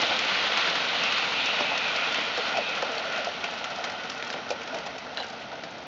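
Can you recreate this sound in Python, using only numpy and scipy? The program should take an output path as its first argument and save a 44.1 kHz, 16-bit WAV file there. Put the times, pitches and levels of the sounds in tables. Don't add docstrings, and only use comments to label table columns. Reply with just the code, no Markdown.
import sys
import numpy as np
from scipy import signal
from scipy.fft import rfft, irfft, next_fast_len
from scipy.io import wavfile
from scipy.ndimage import uniform_filter1d

SR = 44100
rng = np.random.default_rng(int(sys.argv[2]) if len(sys.argv) > 2 else 0)


def materialize(psi):
    bounded = np.clip(np.atleast_2d(psi).T, -1, 1)
    quanta = np.round(bounded * 32767).astype(np.int16)
    wavfile.write(sys.argv[1], SR, quanta)


N = 258855


def from_db(db):
    return 10 ** (np.asarray(db) / 20)


def rms_one(x):
    return x / np.sqrt(np.mean(x ** 2) + 1e-20)


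def drift(corner_hz):
    step = 40
    r = np.exp(-2 * np.pi * corner_hz * step / SR)
    noise = rng.standard_normal(N // step + 2002)
    slow = signal.lfilter([1], [1, -2 * r, r * r], noise)[2000:]
    return np.interp(np.arange(N) / step, np.arange(len(slow)), rms_one(slow))


def colour(x, spectrum):
    hz, db = np.transpose(spectrum)
    size = next_fast_len(N)
    bins_hz = np.maximum(np.fft.rfftfreq(size, 1 / SR), 1)
    gain = from_db(np.interp(np.log(bins_hz), np.log(hz), db))
    return rms_one(irfft(rfft(x, size) * gain, size)[:N])


def band(x, low_hz, high_hz):
    return signal.sosfilt(signal.butter(2, [low_hz, high_hz], "band", fs=SR, output="sos"), x)


def resonate(x, modes):
    out = 0
    for k, (hz, width_hz, db) in enumerate(modes):
        r = np.exp(-np.pi * width_hz / SR)
        poles = [1, -2 * r * np.cos(2 * np.pi * hz / SR), r * r]
        peak_gain = from_db(db) * (1 - r * r) / 2
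        out = out + (-1) ** k * peak_gain * signal.lfilter([1, 0, -1], poles, x)
    return out


def evened(x, window_s):
    power = np.abs(uniform_filter1d(x ** 2, int(window_s * SR)))
    return rms_one(x / np.sqrt(power + 1e-20))


def grains(per_s, spread_db):
    sizes = from_db(spread_db * np.minimum(rng.exponential(1, N), 3.5))
    signs = rng.choice([-1, 1], N)
    struck = rng.random(N) < per_s / SR
    return sizes * signs * struck + 1e-18


def chatter(t60, crack):
    t = np.arange(SR // 4) / SR
    force = rng.standard_normal(len(t)) * from_db(-60 * t / t60)
    force[0] += crack
    return force


def add(out, s, sound, db, t60):
    at = int(s * SR)
    energy = t60 * SR / np.log(1e6)
    sound = sound * from_db(db) * np.sqrt(energy / np.sum(sound ** 2))
    out[at:at + len(sound)] += sound[:N - at]


SPEED_M_PER_S, TRACK_M, LOCO_PASSES_S, TAIL_PASSES_S = 0.87, 1.56, 0.032, 3.55


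def spreading_db(since_s):
    distance_m = np.hypot(TRACK_M, SPEED_M_PER_S * np.maximum(since_s, 0))
    return 20 * np.log10(TRACK_M / distance_m)


# frequency in Hz, relative density in dB per Hz.
GARDEN_SPECTRUM = [(25, -23), (50, -10), (66, -4), (78, -2), (95, -2), (130, 1), (250, 5), (500, -6.5),
                   (1500, -3), (4000, -11.5), (7500, -35)]


def garden_air(level_db=-47.5):
    return from_db(level_db) * colour(rng.standard_normal(N), GARDEN_SPECTRUM)


# frequency in Hz, relative density in dB per Hz.
STEAM_SPECTRUM = [(100, -37.5), (180, -8.5), (350, -22.5), (800, -3), (1200, -0.5), (1700, -1), (2300, 0.5),
                  (2900, 2.5), (3700, -1.5), (4400, -4.5), (5100, -12.5), (5900, -22.5), (6800, -22),
                  (7600, -38)]
STEAM_DB = -28.5
SCREENED_FROM_S, SCREEN_DB_PER_S = 2.27, 4.5


def steam(beat_hz=14.0, beat_db=0.5, flutter_db=1.0, waver_db=0.8):
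    t = np.arange(N) / SR
    screening_db = SCREEN_DB_PER_S * np.maximum(t - SCREENED_FROM_S, 0)
    level_db = STEAM_DB + spreading_db(t - LOCO_PASSES_S) - screening_db
    beat_rate_hz = beat_hz * (1 + 0.029 * drift(1.23))
    beats = np.sin(2 * np.pi * np.cumsum(beat_rate_hz) / SR)
    level_db = level_db + beat_db * beats + flutter_db * drift(29) + waver_db * drift(2.7)
    return from_db(level_db) * colour(rng.standard_normal(N), STEAM_SPECTRUM)


# height in seconds, half length in seconds, level in dB,
# centre in Hz.
BRIGHT_SPURTS = [(.08, 0.12, -34.5, 3450), (1.842, .1, -43, 3500), (2.14, 0.11, -42, 3550),
                 (2.444, 0.068, -43, 4220), (2.682, 0.046, -39.5, 3660)]


def spurts(width_hz=800):
    t = np.arange(N) / SR
    out = np.zeros(N)
    for s, half_s, db, hz in BRIGHT_SPURTS:
        hiss = rms_one(band(rng.standard_normal(N), hz - width_hz / 2, hz + width_hz / 2))
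        out += from_db(db) * np.exp(-((t - s) / half_s) ** 2) * hiss
    return out


# frequency in Hz, width in Hz, strength in dB.
WAGON_MODES = [(212, 15, -21), (242, 48, -4), (457.7, 12, 3.5), (570, 110, -1), (662.5, 40, 3.5),
               (736, 129, 2), (877, 100, -1.5)]
# frequency in Hz, width in Hz, strength in dB.
RAIL_MODES = [(1344, 130, -2.5), (1438, 62, 1), (1528, 19, -7), (1915, 230, -8.5), (2570, 150, -7.5),
              (3145, 110, -8.5), (3860, 300, -20), (5600, 240, -16)]
# frequency in Hz, relative density in dB per Hz.
RUMBLE_SPECTRUM = [(25, -33), (50, -17), (100, -21.5), (170, -5), (260, -3.5), (370, -4.5), (500, 2.5),
                   (1000, -3), (1500, 3), (1660, -4), (2000, -1), (4000, -5), (6200, -12.5), (7600, -40.5)]
# height in seconds, half length in seconds,
# change of the rails in dB, change of the wagon bodies in dB.
ROUGH_WHEELS = [(0.645, 0.054, 7.5, -1.5), (1.606, 0.1, 4.5, 3.5), (2.062, 0.21, 6, 2),
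                (2.502, 0.073, 5, 2.5), (2.933, 0.16, 3.5, 3), (3.157, 0.088, 5, 1), (3.854, 0.066, 2, 3),
                (4.741, 0.057, 4, 5)]
RUMBLE_DB, BODY_DB, RAIL_DB = -32.5, -40, -39.5
RUMBLE_FALL, BODY_FALL, RAIL_FALL = 1.246, 0.96, 2.75


def shaken(modes, own_db=1.5):
    out = np.zeros(N)
    for mode in modes:
        contacts = grains(3000, 2.9) * from_db(own_db * np.tanh(drift(27)))
        out += resonate(contacts, [mode])
    return out


def rolling(jolt_db=1.0):
    t = np.arange(N) / SR
    loco_db, tail_db = spreading_db(t - LOCO_PASSES_S), spreading_db(t - TAIL_PASSES_S)
    body_db = BODY_DB + BODY_FALL * tail_db
    rail_db = RAIL_DB + RAIL_FALL * tail_db
    for s, half_s, rail_rise_db, body_rise_db in ROUGH_WHEELS:
        swell = np.exp(-((t - s) / half_s) ** 2)
        body_db = body_db + body_rise_db * swell
        rail_db = rail_db + rail_rise_db * swell
    bodies = from_db(body_db) * rms_one(band(shaken(WAGON_MODES), 180, 1100))
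    rails = from_db(rail_db) * rms_one(band(shaken(RAIL_MODES), 1150, 5700))
    rumble = from_db(RUMBLE_DB + RUMBLE_FALL * loco_db) * colour(grains(4000, 3.1), RUMBLE_SPECTRUM)
    return from_db(jolt_db * drift(72)) * (bodies + rails + rumble)


# frequency in Hz, width in Hz, strength in dB.
RUNNING_GEAR_MODES = [(1150, 220, -2.5), (1870, 410, -1.5), (2420, 340, -5), (3280, 510, -1.5),
                      (3700, 390, 6.5), (4440, 400, -8)]
GRIT_PER_S, GRIT_SPREAD_DB, GRIT_DB = 260, 4, -37


def grit(clump_db=3.5, fall=2.3):
    level_db = GRIT_DB + fall * spreading_db(np.arange(N) / SR - LOCO_PASSES_S)
    clatter = np.zeros(N)
    for mode in RUNNING_GEAR_MODES:
        clumps = from_db(clump_db * np.tanh(drift(24)))
        clatter += resonate(grains(GRIT_PER_S, GRIT_SPREAD_DB) * clumps, [mode])
    return from_db(level_db) * rms_one(band(clatter, 720, 4000))


LIGHT_TICKS_PER_S, LIGHT_TICK_DB, LIGHT_TICK_SPREAD_DB, TICK_T60_S = 17, -39.5, 2, 0.036


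def light_ticks():
    out = np.zeros(N)
    for s in np.flatnonzero(rng.random(N) < LIGHT_TICKS_PER_S / SR) / SR:
        db = LIGHT_TICK_DB + spreading_db(s - TAIL_PASSES_S) + LIGHT_TICK_SPREAD_DB * rng.standard_normal()
        add(out, s, band(chatter(TICK_T60_S, crack=2.5), 2800, 5600), db, TICK_T60_S)
    return out


# start in seconds, clack level in dB, bright tick level in dB,
# ring pitch in Hz, 60 dB decay of the clack in seconds.
JOINT_CLICKS = [(.016, -29, -28, 5200, .03), (.19, -18, -38, 3030, 0.033), (0.573, -18.5, -29, 2440, 0.029),
                (0.669, -26, -39, 1500, 0.034), (.696, -31, -30, 2700, .028),
                (0.754, -20.5, -34, 1340, .033), (1.0345, -26.5, -32, 2680, 0.056),
                (1.123, -23, -32, 2560, 0.03), (1.182, -32, -32, 2620, 0.03),
                (1.457, -30, -29.5, 2680, .033), (1.606, -29, -31, 2940, .033),
                (1.776, -26, -32, 4600, 0.031), (1.9607, -25, -30.5, 2550, 0.037),
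                (2.144, -21, -49, 3050, 0.035), (2.374, -27.5, -33, 1360, 0.04),
                (2.527, -26, -52, 1400, 0.022), (2.571, -24, -34, 2610, 0.035),
                (2.776, -29.5, -52, 1470, 0.034), (2.822, -27, -34, 1410, 0.032),
                (2.98, -22, -40, 4430, 0.018), (3.177, -29, -43, 1400, 0.049),
                (3.2452, -29, -31, 2900, 0.026), (3.44, -23, -35, 2630, 0.042),
                (3.6416, -26, -35, 1530, 0.039), (3.84, -24.5, -35, 1450, 0.034),
                (3.847, -30, -38, 1470, 0.03), (3.898, -29, -39.5, 1460, .033),
                (4.0985, -27.5, -32, 1440, 0.031), (4.118, -32, -50, 1400, 0.028),
                (4.225, -25, -50, 1900, 0.021), (4.269, -30, -53, 1440, .025),
                (4.3017, -28.5, -36, 1400, 0.046), (4.326, -31, -46, 3120, 0.043),
                (4.336, -29.5, -43, 1450, 0.041), (4.504, -28.5, -32, 2500, 0.046),
                (4.6162, -29, -47, 2960, 0.016), (4.675, -33, -40, 1350, .033),
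                (4.744, -29.5, -37, 1310, 0.037), (4.7685, -31.5, -51, 2800, 0.027),
                (4.7855, -34, -38, 1450, 0.03), (4.8677, -31.5, -43, 1390, 0.036),
                (4.982, -33, -38, 2140, 0.021), (5.417, -38.5, -62, 3020, 0.088),
                (5.6357, -32.5, -38.5, 1890, 0.045)]


def rail_joints(ring_width_hz=260, ring_share=0.37, tick_length=1.06):
    out = np.zeros(N)
    for s, clack_db, tick_db, hz, t60 in JOINT_CLICKS:
        clack = rms_one(band(chatter(t60, crack=1.5), 1500, 3620))
        ring = resonate(chatter(t60, crack=1.3), [(hz, ring_width_hz, 0)])
        ring = rms_one(band(ring, 700, 8200))
        add(out, s, np.sqrt(1 - ring_share) * clack + np.sqrt(ring_share) * ring, clack_db, t60)
        tick_t60 = t60 * tick_length
        add(out, s, band(chatter(tick_t60, crack=0.94), 4300, 5840), tick_db, tick_t60)
    return out


# start in seconds, boom level in dB, reference pitch in Hz (the boom
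# glides from above it to 0.8 of it), low thud level in dB, 60 dB decay of the boom in seconds,
# share of clean boom against rattle from 0 to 1.
BODY_BUMPS = [(.026, -29, 732, -35, 0.16, 0.6), (.108, -26.5, 732, -38, 0.1, 0.56),
              (.572, -28, 886, -43, 0.096, 0.7), (.932, -29.5, 806, -42, 0.11, 0.4),
              (1.528, -32.5, 667, -51, .14, 0.4), (1.604, -32, 710, -33, 0.098, 0),
              (1.718, -31.5, 725, -54, 0.33, 0.05), (2.184, -42, 595, -30, 0.063, 0),
              (2.377, -28.5, 527, -38, 0.14, 0.37), (2.541, -27.5, 731, -52, 0.092, 0.6),
              (2.571, -21, 683, -32, 0.077, 0.8), (2.586, -26.5, 558, -43, 0.06, .8),
              (3.176, -30.5, 670, -48, 0.21, 0.83), (3.27, -24.5, 620, -50, 0.07, 0.75),
              (4.342, -34, 633, -35.5, 0.18, 0.05), (4.379, -37, 594, -45, 0.056, 0.4),
              (4.736, -32, 677, -39, 0.2, 0.6), (4.864, -32, 754, -48, 0.12, 0.7),
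              (5.203, -30.5, 690, -49, 0.077, 0.03), (5.526, -35.5, 692, -49, 0.13, 0.4),
              (5.635, -41, 614, -41, 0.074, 0.3)]


def bumps(glide=0.474, glide_s=0.01293, rise_s=0.005, rough=0.13, thud_length=0.69):
    out = np.zeros(N)
    t = np.arange(SR // 4) / SR
    for s, boom_db, hz, thud_db, t60, clean in BODY_BUMPS:
        pitch_hz = hz * (.8 + glide * np.exp(-t / glide_s))
        swell = (1 - np.exp(-t / rise_s)) * from_db(-60 * t / t60)
        wobble = 1 + rough * rms_one(band(rng.standard_normal(len(t)), 40, 200))
        boom = rms_one(swell * wobble * np.sin(2 * np.pi * np.cumsum(pitch_hz) / SR))
        rattle = rms_one(band(chatter(t60, crack=20.0), hz * 0.79, hz * 1.38))
        add(out, s, np.sqrt(clean) * boom + np.sqrt(1 - clean) * rattle, boom_db, t60)
        thud_t60 = t60 * thud_length
        add(out, s, band(chatter(thud_t60, crack=4.2), 160, 600), thud_db, thud_t60)
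    return out


# start in seconds, length before the release ends it in seconds,
# level in dB, pitch at the start in Hz, pitch at the end in Hz, width in Hz.
FLANGE_RUBS = [(0.296, 0.1, -36.5, 2300, 2454, 450), (.76, 0.089, -38, 2960, 2450, 500),
               (.975, 0.107, -32.5, 2674, 2636, 500), (1.123, 0.1, -35.5, 2626, 2600, 298),
               (1.336, 0.069, -31.5, 2500, 2580, 350), (1.372, 0.096, -35.5, 3240, 3670, 700),
               (1.432, 0.078, -29.5, 2480, 2810, 480), (1.549, .23, -34, 2500, 2587, 340),
               (1.785, 0.1, -31.5, 2550, 2430, 300), (1.931, 0.13, -33.5, 2480, 2516, 320),
               (2.123, 0.17, -39, 3070, 3080, 360), (2.131, 0.17, -40, 2346, 2495, 500),
               (2.521, 0.22, -36, 2550, 2536, 250), (2.889, 0.45, -46.5, 2600, 2700, 800)]
RUB_ATTACK_S, RUB_RELEASE_S = 0.024, .06


def flanges(waver=0.01, flutter_db=1.5, scrape=0.55):
    out = np.zeros(N)
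    t = np.arange(N) / SR
    slips = grains(7000, 1.9)
    wander, bite = 1 + waver * drift(14), from_db(flutter_db * drift(30))
    for s, length, db, start_hz, end_hz, width_hz in FLANGE_RUBS:
        attack = (t - s) / RUB_ATTACK_S
        release = 1 - (t - s - length) / RUB_RELEASE_S
        pressure = np.clip(np.minimum(attack, release), 0, 1)
        on = np.flatnonzero(pressure)
        rubbed = resonate(slips[on[0]:on[0] + SR], [(start_hz, width_hz, 0)])
        song = evened(band(rubbed, start_hz - width_hz / 2, start_hz + width_hz / 2), .006)
        hoarse = rms_one(band(slips[-SR:], start_hz - width_hz, start_hz + width_hz))
        song = rms_one(song + scrape * hoarse)
        speed = np.interp(t[on], [s, s + length], [1, end_hz / start_hz]) * wander[on]
        slid = np.interp(np.cumsum(speed), np.arange(len(song)), song)
        out[on] += from_db(db) * pressure[on] * bite[on] * slid
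    return out


# start in seconds, level in dB, pitch as a ratio to the deck's resonances.
HARD_BLOWS = [(.675, -28.5, 1.18), (1.607, -21.5, 1.08), (1.619, -30, 1.3), (2.38, -27, 0.95),
              (2.571, -25, 1.52), (2.8255, -21.5, 1.03), (2.8335, -27, 1.15), (2.889, -28, 0.96),
              (3.441, -27.5, 1.35), (4.226, -34, 1.1), (4.5038, -23.5, 0.984), (4.512, -23, 1.08),
              (4.526, -35.5, 0.87), (5.1725, -32.5, 1.13)]
# frequency in Hz, width in Hz, strength in dB.
DECK_MODES = [(280, 70, -9), (535, 37, 5), (840, 100, -2), (1480, 110, -12)]
DECK_T60_S = 0.044


def deck_blows():
    out = np.zeros(N)
    for s, db, pitch in HARD_BLOWS:
        tuned = [(hz * pitch, width_hz, mode_db) for hz, width_hz, mode_db in DECK_MODES]
        ring = resonate(chatter(0.02, crack=12.0), tuned)
        add(out, s, band(ring, 300, 1700), db, DECK_T60_S)
    return out


# height in seconds, half length in seconds,
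# level in dB, pitch in Hz, width in Hz.
VAN_DRUMMING = (3, 0.13, -40, 636, 84.5)


def van():
    s, half_s, db, hz, width_hz = VAN_DRUMMING
    drum = resonate(rng.standard_normal(N), [(hz, width_hz, 0)])
    drum = evened(band(drum, hz - width_hz, hz + width_hz), 0.038)
    nearness = np.exp(-((np.arange(N) / SR - s) / half_s) ** 2)
    return from_db(db) * nearness * drum


# start in seconds, level in dB, 60 dB decay in seconds,
# strongest frequency in Hz.
COUPLING_CLANKS = [(5.172, -19.5, 0.011, 3600), (5.1775, -25.5, 0.025, 1500), (5.186, -37, 0.07, 2950),
                   (5.195, -33, .03, 2950), (5.201, -27.5, 0.024, 3900), (5.209, -34, 0.04, 2900),
                   (5.2248, -30, 0.019, 2850), (5.231, -34.5, 0.1, 1750), (5.2437, -42, .022, 5200)]
# frequency in Hz, width in Hz, strength in dB.
COUPLING_MODES = [(1440, 250, -0.5), (1770, 84, 4.5), (2850, 120, 7), (4050, 180, 7.5), (4500, 250, -2),
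                  (5540, 400, 4)]


def coupling(crack_share=0.34, focus=1.23):
    out = np.zeros(N)
    for s, db, t60, hz in COUPLING_CLANKS:
        force = chatter(t60, crack=8.5)
        ring = band(resonate(force, COUPLING_MODES), hz / focus, hz * focus)
        add(out, s, ring + crack_share * band(force, 1200, 4100), db, t60)
    return out


def rockery(x, t60=0.18, echo_db=-13):
    t = np.arange(SR // 3) / SR
    delayed = t > .006
    scatter = band(rng.standard_normal(len(t)), 200, 5000) * from_db(-60 * t / t60) * delayed
    echo = signal.fftconvolve(x, scatter / np.linalg.norm(scatter))[:N]
    return x + from_db(echo_db) * echo


# frequency in Hz, width in Hz, share removed in dB.
GROUND_NOTCH = (1654, 100, -8)


def ground_reflection(x):
    return x - resonate(x, [GROUND_NOTCH])


def scene():
    contacts = rockery(light_ticks() + rail_joints() + bumps() + deck_blows())
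    train = steam() + spurts() + rolling() + grit() + contacts + flanges() + van()
    return (ground_reflection(train) + rockery(coupling()) + garden_air())[None]


def record(dry):
    soft = signal.sosfilt(signal.butter(16, 7150, fs=SR, output="sos"), dry)
    return signal.sosfilt(signal.ellip(12, .2, 90, 7600, fs=SR, output="sos"), soft)


dry = scene()
out = record(dry)
materialize(out)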